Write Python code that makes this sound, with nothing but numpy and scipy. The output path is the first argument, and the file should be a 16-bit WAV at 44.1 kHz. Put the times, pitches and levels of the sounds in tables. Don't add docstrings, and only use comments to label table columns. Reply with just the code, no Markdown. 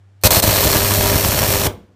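import sys
import numpy as np
from scipy import signal
from scipy.fft import rfft, irfft
from scipy.io import wavfile
from scipy.ndimage import uniform_filter1d

SR = 44100
rng = np.random.default_rng(int(sys.argv[2]) if len(sys.argv) > 2 else 0)


def log_audio(samples):
    frames = np.atleast_2d(samples).T
    limited = np.clip(frames, -1, 1)
    pcm = np.round(limited * 32767).astype(np.int16)
    wavfile.write(sys.argv[1], SR, pcm)


N = 85995

# f/Hz, relative level/dB
AIR_COLOUR = [(30, -17.5), (80, 0.5), (160, -3.5), (350, -9), (500, -10), (750, -9.5), (1000, -14),
              (1600, -14.5), (4000, -24), (8000, -30), (15000, -46.5)]
# f/Hz, level before the coil runs/dB, level after/dB
HUM_PARTIALS = [(98, -48, -54), (185, -77.5, -61.5), (300, -75.5, -65.5), (370, -77.5, -73)]
# f/Hz, T60/s
ROOM_DECAY = [(100, 0.57), (300, 0.49), (800, 0.29), (2000, 0.18), (5000, 0.15), (13000, .16)]
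# multiple of the ripple, relative level/dB, release/s
BUZZ_HARMONICS = [(1, -30.5, 0.034), (2, -41, 0.094), (4, -32, 0.034), (5, -41.5, 0.041), (6, -35.5, 0.022)]
# t/s, gain/dB
LOAD_SWELL = [(.24, 0.5), (.4, -7), (.75, 3.5), (1.05, 5), (1.3, -2), (1.42, -11), (1.53, 1), (1.67, 3)]
# t/s, relative level/dB
LOUD_CRACKS = [(0.2384, -7), (0.2501, -5), (0.2613, -5), (0.2708, -6), (0.3277, -5), (0.3493, -8),
               (0.3666, -6), (0.4381, -9), (0.4765, -8), (0.4917, -9), (0.5111, -10), (0.5801, -10),
               (0.6302, -8), (0.6526, -10), (0.6715, -8), (0.7017, -8), (0.7308, -7), (0.7378, -6),
               (0.7467, -10), (0.7532, -8), (0.7599, -7), (0.769, -11), (0.8215, -10), (0.8475, -11),
               (0.9094, -10), (1.0102, -11), (1.0613, -10), (1.0691, -11), (1.0976, -11), (1.1299, -10),
               (1.2482, -5), (1.3217, -10), (1.3904, -8), (1.4184, -11), (1.4308, -10), (1.5381, -9),
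               (1.5467, -11), (1.5571, -11), (1.6577, -11), (1.6685, -9)]
# t/s, relative level/dB
LOUD_THUMPS = [(.2508, -2), (.2605, -10), (.3206, -16), (.3688, -9), (.378, -13), (.4406, -13), (.4777, -7),
               (.488, -11), (.6551, -10), (.668, -12), (.7586, -11), (.8297, -14), (.976, -15),
               (.9885, -12), (1.1581, -14), (1.2578, -11), (1.288, -13), (1.351, -15), (1.4074, -13),
               (1.4286, -14), (1.4865, -14), (1.6606, -14), (1.674, -13)]
# f/Hz, relative level/dB
REFLECTION_COLOUR = [(80, -21.5), (200, -3), (450, 2.5), (670, 5), (820, -4), (960, 4.5), (1500, -4),
                     (3000, -4), (8000, -11), (15000, -11.5)]
# start/s, end/s, gain/dB
FIRING_RUNS = [(0.2365, 0.273, 5), (0.306, .401, 2), (0.423, 1.674, 2)]
# t/s, relative level/dB
SWITCH_TICKS = [(.2125, -49), (.2158, -47.5), (.2243, -43.5), (.228, -45.5)]
# f/Hz, relative level/dB
SPARK_COLOUR = [(150, -31), (600, 6.5), (1200, -8.5), (2450, -3), (3500, -5), (4300, -2.5), (4950, -5),
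                (6000, -2.5), (7400, -3.5), (8800, -1.5), (9700, -4), (10450, -10), (11200, -2.5),
                (12100, 1), (13100, 0), (15200, -2)]
# f/Hz, width/Hz, first gain/dB, last gain/dB
HOUSING_RINGS = [(4300, 350, 4, -9), (5520, 350, -10.5, -0.5)]

ON_S, OFF_S = FIRING_RUNS[0][0], FIRING_RUNS[-1][1]
RIPPLE_HZ, SPARK_RING_S = 100.1, .0034


def undb(db):
    return 10 ** (np.asarray(db) / 20)


def rms(x):
    return np.sqrt(np.mean(x ** 2))


def lookup(points, hz):
    freqs, values = np.array(points).T
    return np.interp(np.log(np.maximum(hz, 1)), np.log(freqs), values)


def ring(x, response):
    return signal.fftconvolve(x, response)[:len(x)]


def colour(x, points):
    size = 4096
    gain = undb(lookup(points, np.fft.rfftfreq(size, 1 / SR)))
    cepstrum = irfft(np.log(gain / rms(gain)))
    cepstrum[1:size // 2] *= 2
    cepstrum[size // 2 + 1:] = 0
    return ring(x, irfft(np.exp(rfft(cepstrum))))


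def impulses(times, sizes):
    return np.bincount(np.clip(np.asarray(times) * SR, 0, N - 1).astype(int), sizes, N)


def cues(rows):
    times, db = np.array(rows).T
    return impulses(times, undb(db))


def fade(t, decay_s):
    decay = np.exp(-t / decay_s)
    return decay / np.sqrt(np.sum(decay ** 2))


def scatter(x, t, decay_s):
    power = np.abs(ring(x ** 2, fade(t, decay_s) ** 2))
    return np.sqrt(power) * rng.standard_normal(N)


def walk(rate_hz):
    hold = int(SR / rate_hz)
    steps = np.repeat(rng.standard_normal(N // hold + 1), hold)
    drift = uniform_filter1d(uniform_filter1d(steps, hold), hold)[:N]
    return drift / rms(drift)


def tone(t, hz):
    return np.sqrt(2) * np.sin(2 * np.pi * (hz * t + rng.random()))


def glide(t, first, last):
    return np.interp(t, [ON_S, OFF_S], [first, last])


def room_tone(t):
    hum = sum(undb(glide(t, before, after) + .55 * walk(rate_hz=35)) * tone(t, hz)
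              for hz, before, after in HUM_PARTIALS)
    return hum + undb(-62.5) * colour(rng.standard_normal(N), AIR_COLOUR)


def room_echo(x, t):
    late_hz, late_stretch = 3200, 3.1
    noise, hz = rfft(rng.standard_normal(N)), np.fft.rfftfreq(N, 1 / SR)
    tail = 0
    for centre, t60 in ROOM_DECAY:
        band = lookup([(f, float(f == centre)) for f, _ in ROOM_DECAY], hz)
        fall = np.log(1000) * t / t60
        late = undb(-15.5) * min(centre / late_hz, late_hz / centre) * np.exp(-fall / late_stretch)
        tail = tail + irfft(noise * band, N) * (np.exp(-fall) + late)
    return ring(x, tail / np.sqrt(np.sum(tail ** 2)))


def transformer(t):
    load = undb(np.interp(t, *np.array(LOAD_SWELL).T)) * (t > ON_S)
    since_off = np.maximum(t - OFF_S, 0)
    buzz = 0
    for multiple, db, release_s in BUZZ_HARMONICS:
        envelope = undb(db + 2 * walk(rate_hz=7.96)) * np.exp(-since_off / release_s)
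        buzz = buzz + envelope * tone(t, multiple * RIPPLE_HZ)
    return load * buzz


def firing(times):
    lull_at_s, restrike_s = .3546 - SPARK_RING_S / 2, .003
    lull_width, lull_edge = .26, .13
    from_lull = np.abs(((times - lull_at_s) * RIPPLE_HZ + .5) % 1 - .5)
    ripple = np.clip((from_lull - lull_width / 2) / lull_edge + .5, .42, 1)
    strength = 0
    for start, end, db in FIRING_RUNS:
        restrike = undb(-2.5) * np.exp(-np.abs(times - start) / restrike_s)
        running = (times >= start) & (times < end)
        strength = strength + undb(db) * np.maximum(ripple, restrike) * running
    return strength


def pressure_pulse(t, peak_s):
    return -t / peak_s * np.exp(1 - t / peak_s)


def streamers(t):
    count, snaps_per_s, spread_db = 1400, 420, 5.5
    times = (np.arange(count) + rng.random(count)) / snaps_per_s
    snap_db, thump_db = spread_db * np.minimum(rng.standard_normal((2, count)), 1.5)
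    sizes = firing(times) * undb(snap_db)
    cracks = cues(LOUD_CRACKS) + impulses(times, sizes * undb(-22))
    thumps = cues(LOUD_THUMPS) + impulses(times, sizes * undb(thump_db - 32))
    front = ring(cracks, pressure_pulse(t, peak_s=.00007))
    body = undb(-14) * ring(cracks, pressure_pulse(t, peak_s=.00046))
    reflections = colour(scatter(front, t, decay_s=.0025), REFLECTION_COLOUR)
    crack = undb(4) * (front + body) + undb(5) * reflections
    thump = undb(5) * ring(thumps, pressure_pulse(t, peak_s=.00145))
    return crack, thump


def spark_gap(t):
    count, sparks_per_s = 3000, 540
    opening_boost_db, settle_s, sag_db_per_s = 7.5, .16, 2
    jitter, spread = rng.standard_normal((count, 2)).T
    times = ON_S + (np.arange(count) + .35 * jitter) / sparks_per_s
    times[:len(FIRING_RUNS)] = [start for start, _, _ in FIRING_RUNS]
    age = np.maximum(times - ON_S, 0)
    db = -16.5 + opening_boost_db * np.exp(-age / settle_s) - sag_db_per_s * age + 2 * spread
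    kicks = impulses(times, firing(times) * undb(db)) + cues(SWITCH_TICKS)
    kicks *= np.sqrt(SR / sparks_per_s)
    alike = .1
    housing = alike * ring(kicks, fade(t, SPARK_RING_S) * rng.standard_normal(N))
    rattle = np.sqrt(1 - alike ** 2) * scatter(kicks, t, SPARK_RING_S)
    sparks = colour(housing + rattle, SPARK_COLOUR)
    rings = 0
    for hz, width, first_db, last_db in HOUSING_RINGS:
        resonance = signal.lfilter(*signal.iirpeak(hz, hz / width, SR), sparks)
        rings = rings + undb(glide(t, first_db, last_db)) * resonance
    return sparks + rings


def scene():
    t = np.arange(N) / SR
    gap = spark_gap(t)
    crack, thump = streamers(t)
    echo = room_echo(undb(-15.5) * gap + undb(-7.5) * crack, t)
    return (gap + crack + thump + echo + transformer(t) + room_tone(t))[None]


def record(dry):
    low_hz, top_hz = 47.4, 15350
    x = signal.sosfilt(signal.butter(3, low_hz, "high", fs=SR, output="sos"), dry)
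    rounded = x / (1 + x ** 4) ** (1 / 4)
    return signal.sosfilt(signal.ellip(12, .2, 90, top_hz, fs=SR, output="sos"), rounded)


dry = scene()
out = record(dry)
log_audio(out)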